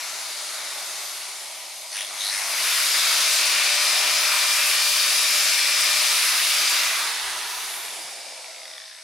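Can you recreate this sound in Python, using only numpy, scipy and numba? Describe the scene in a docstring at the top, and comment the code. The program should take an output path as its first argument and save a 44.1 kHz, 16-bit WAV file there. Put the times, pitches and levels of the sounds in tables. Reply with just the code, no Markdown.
"""An angle grinder runs without load in a small cluttered workshop, a metre from a stereo microphone.
Cooling air is shaped noise, whines are sines locked to the shaft, kicks, rattle and knocks ring resonances.
Short early spins give way to a rise to full speed; then the switch opens and the tool coasts, is laid on
the bench with a soft thud and knocks as it slows. Dense reflections and a low shop rumble lie behind it."""
import sys
import numpy as np
from scipy import signal
from scipy.fft import rfft, irfft, next_fast_len
from scipy.io import wavfile
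from scipy.ndimage import uniform_filter1d
from numba import njit

SR = 44100
rng = np.random.default_rng(int(sys.argv[2]) if len(sys.argv) > 2 else 0)


def int16_out(signal):
    """Quantize to a 16-bit WAV file."""
    q = np.round(np.clip(np.atleast_2d(signal).T, -1, 1) * 32767)
    wavfile.write(sys.argv[1], SR, q.astype(np.int16))


N = 398223
T = np.arange(N) / SR  # seconds

BLADES, PINION_TEETH, CROWN_TEETH, MAINS_HZ = 36, 11, 37, 50
START_TURNS, FULL_TURNS = 368, 598.6  # armature, turns a second

# Motor: the armature heads for a new speed from each moment.
# Each row: start [s], goal [turns a second], time constant [s], current [0 off, 1 on].
DRIVE = [(0, 300, .33, 0), (.19, 343, .06, 1), (1.0, 101, 1.31, 0), (1.93, 330, .85, 1),
         (2.045, 101, 1.31, 0), (2.2, 1200, 1.67, 1), (2.8, 598.6, .12, 1), (6.712, -86, 2.177, 0)]
# Handling of the tool. Each row: time [s], stage [0 slow, 1 fast, 2 coasting, 3 laid on the bench].
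STAGE = [(0, 0), (2.2, 0), (2.8, 1), (6.8, 1), (7.2, 2), (7.75, 2), (8.3, 3)]
# Tool turned and moved before the microphone. Each row: time [s], air gain [dB], bass share [dB],
# treble share [dB], left minus right [dB], middle share [dB].
POSE = [(0, -0.5, -3, 0, 3, 1), (.95, -0.5, -3.5, -0.5, 2, 2), (1.4, 0.5, -2.5, -1, 2.5, -1.5),
        (1.85, 3, -3, 0, 2, -3.5), (2.05, 3.5, 2, -3, 2.5, -1), (2.17, 7.5, -3, -2, 3, 0.5),
        (2.45, 3.5, -2, -0.5, 3, 1), (2.68, 4, -0.5, 0.5, 3, 1.5), (2.85, 1, 0.5, -1, 3, 1.4),
        (4.1, 0.5, 0, -4, 3.5, 0), (4.65, 0.24, -1, -0.5, 3, 0.7), (5.95, 0.9, -1, -2.5, 3.5, -0.5),
        (6.4, -0.25, 1, -0.5, 2, 1.5), (6.8, 1, 0, -2.5, 1, 2), (7.17, -2, -2, -7.5, -.5, 2.5),
        (7.9, 0, 0.5, -3, 0.5, -0.6), (8.45, 1, 1, 4.5, 0.5, -0.5), (9.03, 5, -3, 3, 1, 3)]

# Colour of the cooling air at low speed, at full speed, coasting in the hand and coasting on the bench;
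# its overall level is set apart. Each row: frequency [Hz], relative density [dB per Hz].
AIR_SLOW = [(24, -69), (40, -52.5), (171, -24.5), (400, -11), (442, -18), (582, -2), (825, -0.5),
            (959, -4.5), (1300, -2.5), (1660, -7), (2200, -2), (2600, -6.5), (3300, -4), (3600, -4.5),
            (4300, -0.5), (5200, -4), (6500, -3.5), (7280, -6.5), (10900, -7.5), (15800, -30.5)]
AIR_FAST = [(24, -78), (40, -58), (335, -20), (410, -22.5), (526, -18), (596, -10.5), (868, -11.5),
            (1200, -4.5), (1620, -5), (2360, -1.5), (3190, -2.5), (5000, -2), (7280, -7.5), (10900, -7.5),
            (15800, -22)]
AIR_COAST = [(24, -58), (40, -33), (130, -33.5), (410, -12), (539, -15.5), (643, -7.5), (766, -3),
             (1660, -3.5), (2880, -4), (3520, -4), (7100, -7.5), (8700, -7.5), (10100, -2.5), (11600, -7.5),
             (15800, -23)]
AIR_LAID = [(24, -71), (40, -54), (296, -24), (344, -17.5), (400, -25.5), (539, -8), (596, -13), (643, -8),
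            (800, -9), (983, -16), (2360, -11), (2740, -13), (4640, -9.5), (6580, -13.5), (7700, -21),
            (8050, -11.5), (8450, -17), (11000, -22.5), (15800, -53)]
# Resonances of housing and gear case in the air. Each row: centre [Hz], width [Hz], boost [dB].
HOUSING = [(412, 30, 6), (630, 70, 3), (970, 30, 6), (2250, 300, 2), (2660, 170, 2), (3750, 200, 1.5),
           (4300, 400, 1), (4950, 350, 3), (8700, 600, 1), (10800, 700, 2.5)]
AIR_DB, AIR_DB_PER_OCTAVE = -23.5, 14  # at full speed before the pose gain; fall per halving of speed
MIDDLE_HZ, MIDDLE_OCTAVES = 1450, 0.67  # centre and half width of the middle share

# Blade whine passing the resonances of the housing, before the two offsets below.
# Each row: blade frequency [Hz], level [dB].
WHINE = [(5400, -75), (6800, -69), (8800, -56.5), (9600, -54.5), (10200, -54), (10700, -50), (11300, -48),
         (11900, -47), (12400, -54), (13200, -52), (14100, -52), (14400, -64), (15500, -67)]
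WHINE_POWERED_DB = -20  # the whine is masked while current flows
WHINE_TURNED_S, WHINE_TURNED_DB = 6.7, 3.5  # the vents face the microphone during the last run-down
# Armature unbalance, before its passing gain. Each row: multiple of a turn, level [dB].
WOBBLE = [(1, -52), (2, -50.5), (3, -46), (4, -38), (5, -48)]
BEARING_ORDER, HUM_HZ = 6.35, 640  # multiple of a turn; a steady pitch

# Passing sounds: gear teeth, the unbalance singing at steady full speed, a thin falling tone (perhaps
# a bearing), a thin hum while the tool lies on the bench.
# Each holds: start [s], rise [s], end [s], fall [s], gain [dB].
TEETH_HEARD = (.95, .15, 1.8, .2, -62.5)
WOBBLE_HEARD = (3.15, .4, 6.15, .5, 2.5)
BEARING_HEARD = (8.3, .25, 8.8, .7, -61.5)
HUM_HEARD = (8.0, .35, 8.6, 4, -57.5)

# Bouts of chopped current: hard surges, each ringing its own part, over a steady buzz.
# Each row: start [s], rise [s], end [s], fall [s], level [dB], resonance from [Hz], to [Hz],
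# width [Hz], overtones [dB], fixed rings [dB].
KICKS = [(1.88, .05, 2.3, .1, -45, 3300, 3500, 900, -6, 3),
         (1.905, .02, 1.945, .05, -38, 4400, 4500, 500, -20, -8),
         (1.915, .06, 2.025, .07, -33, 2250, 3100, 1300, -2, -14),
         (1.925, .05, 2.025, .05, -38.5, 3500, 4000, 3000, -14, -8),
         (2.185, .02, 2.29, .1, -39, 4500, 5000, 4000, -10, -8),
         (2.165, .04, 2.225, .12, -32.5, 6250, 6300, 450, -20, -18),
         (2.175, .035, 2.31, .12, -30.5, 3550, 4300, 700, -14, -14),
         (2.22, .03, 2.265, .03, -48, 12600, 13700, 250, -30, -12),
         (2.222, .02, 2.28, .07, -33, 11000, 11150, 350, -30, -18),
         (2.29, .04, 2.4, .3, -36.5, 1900, 2100, 600, -9, -8),
         (2.31, .03, 2.39, .08, -38, 9000, 9200, 900, -30, -14),
         (2.25, .1, 6.7, .05, -40, 4900, 4900, 900, -9, -7)]
# Fixed rings under every kick. Each row: centre [Hz], width [Hz], level [dB].
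KICK_RINGS = [(2000, 500, -6), (6200, 600, -2), (8900, 600, -4), (11100, 600, -3)]

# Modes of the gear case. Each row: centre [Hz], width [Hz], level [dB].
CASE = [(650, 130, -20), (1950, 170, 0), (2350, 220, -7), (3620, 240, 6), (4700, 350, -3), (5600, 400, -1)]
RATTLE_DB, RATTLE_DB_PER_OCTAVE = -34, 13.5  # gear backlash at full speed; fall per halving of speed
RATTLE_LAID_DB = -6  # the bench damps the scattered rattle

# Single gear knocks, placed by time, before the level of each mode.
# Each row: time [s], peak of the lower rings [dB], peak of the upper rings [dB].
PLACED_KNOCKS = [(7.74, -42, -36), (7.8827, -39, -36), (7.905, -40, -37), (7.9939, -36, -39),
                 (8.1077, -40, -40), (8.2062, -38, -43), (8.285, -37, -46), (8.4432, -35, -48),
                 (8.459, -36, -48), (8.546, -36, -46), (8.562, -37, -42), (8.582, -38, -46),
                 (8.600, -39, -45), (8.6165, -37, -44), (8.632, -38, -42), (8.6545, -34, -39),
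                 (8.6787, -36, -41), (8.700, -38, -43), (8.7133, -37, -39), (8.7355, -38, -38),
                 (8.752, -43, -43), (8.764, -39, -44), (8.7799, -35, -36), (8.8008, -37, -40),
                 (8.8175, -37, -40), (8.8385, -40, -42), (8.858, -42, -43), (8.8787, -41, -45),
                 (8.8976, -42, -46), (8.9136, -39, -44), (8.948, -43, -48), (8.964, -43, -48),
                 (8.9855, -43, -46)]
# Slowing gears knock once a spindle turn. Same columns: time [s], lower rings [dB], upper rings [dB].
LOOSE_KNOCK_LEVEL = [(7.6, -44, -41), (7.9, -40, -40), (8.05, -43, -47), (8.2, -43, -55), (8.45, -38, -51),
                     (8.6, -39, -45), (8.78, -40, -41), (9.03, -46, -50)]
KNOCK_JITTER, KNOCK_SCATTER_DB = .06, 1.5  # spread: share of a turn, level
# The lower rings sink as the tool settles on the bench: share of pitch a second, time of true pitch, limit.
SAG_PER_S, SAG_TRUE_S, SAG_MOST = .55, 8.75, .2

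THUD_S, THUD_HZ, THUD_DB, THUD_T60_S = 8.045, 160, -57, .15  # the tool is laid down
# Gusts of exhaust air on the microphone, before the left-right offset.
# Each row: start [s], rise [s], end [s], fall [s], level [dB].
PUFFS = [(7.15, .08, 7.46, .3, -67), (7.22, .06, 7.28, .08, -58)]

ROOM_T60_S, ROOM_DB, ROOM_BRIGHT = 0.52, -1, 0.63  # level before the treble tilt; tilt from 0 to 1
WHINE_ROOM_DB = -9  # the tones beam at the microphone and stir the room little
METAL_ROOM_DB = -5  # so do the small metal parts
METAL_LOW_CUT_HZ = 326

# Colour of the quiet shop. Each row: frequency [Hz], relative density [dB per Hz].
SHOP = [(25, -10), (45, -1.5), (75, 15), (120, -7), (250, -14), (1000, -26), (15000, -42)]
SHOP_DB = -78  # mean level while the tool is loudest
# The two microphone ports differ in colour. Each row: frequency [Hz], left minus right [dB].
PORTS = [(30, 3), (125, -.8), (250, 1.2), (500, .3), (3300, -.6), (4800, .3), (6300, 2.3), (7700, -1),
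         (9200, -5), (11000, -1.8), (13500, 1)]
TOP_HZ = 15750


def motor():
    """Armature speed in turns a second, easing exponentially towards each goal, and smoothed current."""
    speed, power, now = np.empty(N), np.empty(N), START_TURNS
    ends = [row[0] for row in DRIVE[1:]] + [N / SR]
    for (start, goal, lag, on), end in zip(DRIVE, ends):
        span = (T >= start) & (T < end)
        speed[span] = goal + (now - goal) * np.exp((start - T[span]) / lag)
        power[span] = on
        now = goal + (now - goal) * np.exp((start - end) / lag)
    return speed, uniform_filter1d(power, size=SR // 20)


def air(level_db):
    """Turbulent cooling air: noise whose colour goes through four stages and shifts in patches."""
    hz, s, noise = signal.stft(rng.standard_normal(N), SR, nperseg=2048, noverlap=1536)
    octave, stage = np.log2(np.maximum(hz, 1))[:, None], curve(STAGE, s)[0]
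    db = 0
    for k, table in enumerate((AIR_SLOW, AIR_FAST, AIR_COAST, AIR_LAID)):
        table_hz, table_db = np.transpose(table)
        share = np.clip(1 - abs(stage - k), 0, 1)
        db = db + share * np.interp(octave, np.log2(table_hz), table_db)
    for centre, width, boost in HOUSING:
        db = db + boost / (1 + (2 * (hz[:, None] - centre) / width) ** 2)
    # slow broad, small quick and wideband brief patches
    for spread_db, span in ((.8, (28, 30)), (.9, (8, 8)), (.8, (180, 2))):
        db = db + spread_db * patches(noise.shape, span)
    # hold the core band even, so that level_db alone sets the strength
    core = (hz > 1500) & (hz < 6500)
    db -= 10 * np.log10(np.sum(undb(db[core]) ** 2, axis=0) / len(hz))
    _, bass_db, treble_db, _, middle_db = curve(POSE, s)
    db += middle_db * np.exp(-((octave - np.log2(MIDDLE_HZ)) / MIDDLE_OCTAVES) ** 2)
    db += bass_db * np.clip(np.log2(1500) - octave, 0, 1)
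    db += treble_db * np.clip(octave - np.log2(6000), 0, 1)
    roar = signal.istft(noise * undb(db), SR, nperseg=2048, noverlap=1536)[1][:N]
    return undb(level_db) * roar


def tone(turns, order, flicker_db):
    """A sine locked to the given turns, rms about 1, that wavers in strength and phase."""
    strength = np.sqrt(2) * undb(flicker_db * walk(5.7))
    return strength * np.sin(2 * np.pi * order * turns + .35 * walk(23))


def whines(turns, speed, power):
    """Periodic forces sing: passing blades, meshing teeth, unbalance, a late thin tone and a hum."""
    blade_db = curve(WHINE, BLADES * speed)[0] + WHINE_POWERED_DB * power
    blade_db = blade_db + WHINE_TURNED_DB * (T > WHINE_TURNED_S)
    blades = undb(blade_db) * tone(turns, order=BLADES, flicker_db=2.2)
    teeth = tone(turns, order=2 * PINION_TEETH, flicker_db=2.5)
    teeth = teeth + .6 * tone(turns, order=PINION_TEETH, flicker_db=2.5)
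    wobble = sum(undb(db) * tone(turns, order=k, flicker_db=1.6) for k, db in WOBBLE)
    bearing = tone(turns, order=BEARING_ORDER, flicker_db=2.)
    hum = tone(T, order=HUM_HZ, flicker_db=3.)
    passing = gate(*TEETH_HEARD) * teeth + gate(*WOBBLE_HEARD) * wobble
    return blades + passing + gate(*BEARING_HEARD) * bearing + gate(*HUM_HEARD) * hum


def kicks():
    """The speed control chops each mains half-wave, jolting armature and gears into ringing."""
    jolt = unit(bursts(2 * MAINS_HZ * T + .3, .11, 1.6)) + .75 * rng.standard_normal(N)
    rings, out = unit(ring(jolt, KICK_RINGS)), 0
    for row in KICKS:
        start, _, end, _, _, from_hz, to_hz, width, overtone_db, rings_db = row
        hz, width = np.interp(T, [start, end], [from_hz, to_hz]), np.full(N, 1. * width)
        octave, third = [svf(jolt, np.minimum(k * hz, .45 * SR), width) for k in (2, 3.1)]
        slide = svf(svf(jolt, hz, 1.5 * width), hz, 1.5 * width)
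        slide = slide + undb(overtone_db) * (octave + .12 * third)
        out = out + gate(*row) * (unit(slide) + undb(rings_db) * rings)
    return out


def rattle(turns, octaves):
    """A high spot of the crown wheel knocks about once a spindle turn, among scattered ticks."""
    spindle = turns * PINION_TEETH / CROWN_TEETH + 0.1 * walk(20.8)
    high_spot = unit(bursts(np.maximum.accumulate(spindle - spindle[0]), 0.04, 1.3))
    ticks = unit((rng.random(N) < .006) * rng.standard_normal(N))
    laid_db = RATTLE_LAID_DB * np.clip(curve(STAGE, T)[0] - 2, 0, 1)
    level_db = RATTLE_DB + RATTLE_DB_PER_OCTAVE * octaves + laid_db
    return undb(level_db) * unit(ring(high_spot + ticks, CASE))


def knock_times(turns):
    """One loose knock a spindle turn at low speed; a placed knock takes the place of its neighbour."""
    spindle = turns * PINION_TEETH / CROWN_TEETH
    first = np.ceil(np.interp(LOOSE_KNOCK_LEVEL[0][0], T, spindle))
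    whole = np.arange(first, spindle[-1] - 1)
    chance = rng.standard_normal((3, len(whole)))
    s = np.interp(whole + KNOCK_JITTER * chance[0], spindle, T)
    levels_db = curve(LOOSE_KNOCK_LEVEL, s) + KNOCK_SCATTER_DB * chance[1:]
    loose = np.transpose([s, *levels_db])
    free = abs(s[:, None] - np.array(PLACED_KNOCKS)[:, 0]).min(axis=1) > .013  # seconds
    return np.vstack([PLACED_KNOCKS, loose[free]])


def knocks(turns):
    """Each soft push of about 1 ms rings the modes of the gear case, a little detuned every time."""
    out, t, rows = np.zeros(N), np.arange(600) / SR, knock_times(turns)
    chances = rng.standard_normal((len(rows), 2, len(CASE)))
    for (s, low_db, high_db), chance in zip(rows, chances):
        at = int(s * SR)
        sag = np.clip(SAG_PER_S * (SAG_TRUE_S - s), -SAG_MOST, SAG_MOST)
        for (hz, width, db), detune, phase in zip(CASE, *chance):
            swell = (1 - np.exp(-t / .0007)) ** 2 * np.exp(-np.pi * width * t)
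            size = undb(db + (low_db if hz < 3000 else high_db)) * swell / swell.max()
            pitch = hz * (1 + .02 * detune + sag * (1000 < hz < 3000))
            knock = size * np.sin(2 * np.pi * pitch * t + 3 * phase)
            out[at:at + len(t)] += knock[:N - at]
    return out


def thud():
    """A soft low knock on the bench: one decaying sine."""
    t = np.maximum(T - THUD_S, 0)
    return undb(THUD_DB) * np.sin(2 * np.pi * THUD_HZ * t) * undb(-60 * t / THUD_T60_S)


def puff():
    """Low rumble of moving air, unrelated at the two ports and stronger on the left."""
    low_pass = signal.butter(2, 45, fs=SR, output="sos")
    low = signal.sosfilt(low_pass, rng.standard_normal((2, N)))
    return unit(low) * sum(gate(*row) for row in PUFFS) * undb([[5.], [-4.]])


def room(x):
    """Dense decaying reflections from shelves and walls, other ones at each port, that keep changing."""
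    t, hop = np.arange(int(.25 * SR)) / SR, SR // 7
    out, padded = np.zeros((2, N + 5 * hop)), np.pad(x, (hop, 2 * hop))
    fade = np.sin(np.pi * np.arange(2 * hop) / (2 * hop))
    for start in range(0, N + hop, hop):  # a new set every seventh of a second, cross-faded
        tail = rng.standard_normal((2, len(t))) * undb(-60 * t / ROOM_T60_S) * (t > .002)
        tail *= undb(ROOM_DB) / np.sqrt(np.sum(tail ** 2, axis=1, keepdims=True))
        piece = padded[start:start + 2 * hop] * fade
        echo = signal.fftconvolve(piece[None], tail, axes=1)
        out[:, start:start + echo.shape[1]] += echo
    return signal.lfilter([1, -ROOM_BRIGHT], [1], out[:, hop:hop + N])  # treble reflects best


def shop(level_db):
    """Low rumble in the shop that swells unevenly and with the tool, unrelated at the two ports."""
    hz = np.fft.rfftfreq(N, 1 / SR)
    table_hz, table_db = np.transpose(SHOP)
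    db = np.interp(np.log(hz + 1), np.log(table_hz), table_db)
    rumble = unit(irfft(rfft(rng.standard_normal((2, N))) * undb(db), N))
    swell_db = SHOP_DB + 2.2 * walk(6) + .35 * (level_db - level_db.max())
    return undb(swell_db) * rumble


def undb(db):
    """Amplitude factor of a level in dB."""
    return 10 ** (np.asarray(db) / 20)


def unit(x):
    """The signal scaled to rms 1."""
    return x / np.sqrt(np.mean(x ** 2))


def curve(table, at):
    """Columns of a table read, between its rows, at the given values of the first column."""
    key, *columns = np.transpose(table)
    return [np.interp(at, key, c) for c in columns]


def gate(start, rise, end, fall, db, *_):
    """Gain that climbs 30 dB over rise, fast at first, holds, and sinks 30 dB over fall."""
    missing, gone = np.clip(1 - (T - start) / rise, 0, 1), np.clip((T - end) / fall, 0, 1)
    return (missing < 1) * (gone < 1) * undb(db - 30 * (missing ** 2 + gone))


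def patches(shape, span):
    """Smooth random field, spread 1, over bands and moments."""
    x = rng.standard_normal(shape)
    for axis in (0, 1):
        for _ in range(2):
            x = uniform_filter1d(x, span[axis], axis=axis)
    return x / x.std()


def walk(rate):
    """Random level, spread 1, that wanders about rate times a second."""
    return patches((1, N), (1, int(SR / rate)))[0]


def bursts(phase, width, scatter_db):
    """A short noise burst in every cycle of phase, each of its own size."""
    sizes = undb(scatter_db * rng.standard_normal(int(phase[-1]) + 1))
    part = phase % 1
    shape = part / width * np.exp(-part / width)
    return sizes[phase.astype(int)] * shape * rng.standard_normal(N)


@njit
def svf(x, hz, width):
    """State-variable band-pass with moving centre and width, gain 1 at the centre."""
    y, band, low = np.empty(len(x)), 0., 0.
    for i in range(len(x)):
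        g, k = np.tan(np.pi * hz[i] / SR), width[i] / hz[i]
        v = (band + g * (x[i] - low)) / (1 + g * (g + k))
        band, low, y[i] = 2 * v - band, low + 2 * g * v, k * v
    return y


def ring(x, modes):
    """Sum of fixed resonances of alternating sign, all driven by x."""
    out = 0
    for k, (hz, width, db) in enumerate(modes):
        out = out + (-1) ** k * undb(db) * svf(x, np.full(N, 1. * hz), np.full(N, 1. * width))
    return out


def scene():
    """The tool, placed left to right, with its reflections, gusts and the shop behind."""
    speed, power = motor()
    turns, octaves = np.cumsum(speed) / SR, np.log2(speed / FULL_TURNS)
    gain_db, _, _, pan_db, _ = curve(POSE, T)
    level_db = AIR_DB + AIR_DB_PER_OCTAVE * octaves + gain_db
    roar, tones = air(level_db) + thud(), whines(turns, speed, power)
    # the kicks, rattle and knocks are heard without bass
    parts = kicks() + rattle(turns, octaves) + knocks(turns)
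    metal = signal.sosfilt(signal.butter(3, METAL_LOW_CUT_HZ, "high", fs=SR, output="sos"), parts)
    near = (roar + tones + metal) * undb(np.array([pan_db, -pan_db]) / 2)
    reflected = room(roar + undb(WHINE_ROOM_DB) * tones + undb(METAL_ROOM_DB) * metal)
    return near + reflected + puff() + shop(level_db)


def record(dry):
    """The two ports differ a little in colour; the recorder cuts the top steeply."""
    size = next_fast_len(N)
    hz, db = np.transpose(PORTS)
    tilt_db = np.interp(np.log(np.fft.rfftfreq(size, 1 / SR) + 1), np.log(hz), db) / 2
    ports = irfft(rfft(dry, size) * undb([tilt_db, -tilt_db]), size)[:, :N]
    return signal.sosfilt(signal.ellip(10, .2, 80, TOP_HZ, fs=SR, output="sos"), ports)


dry = scene()
out = record(dry)
int16_out(out)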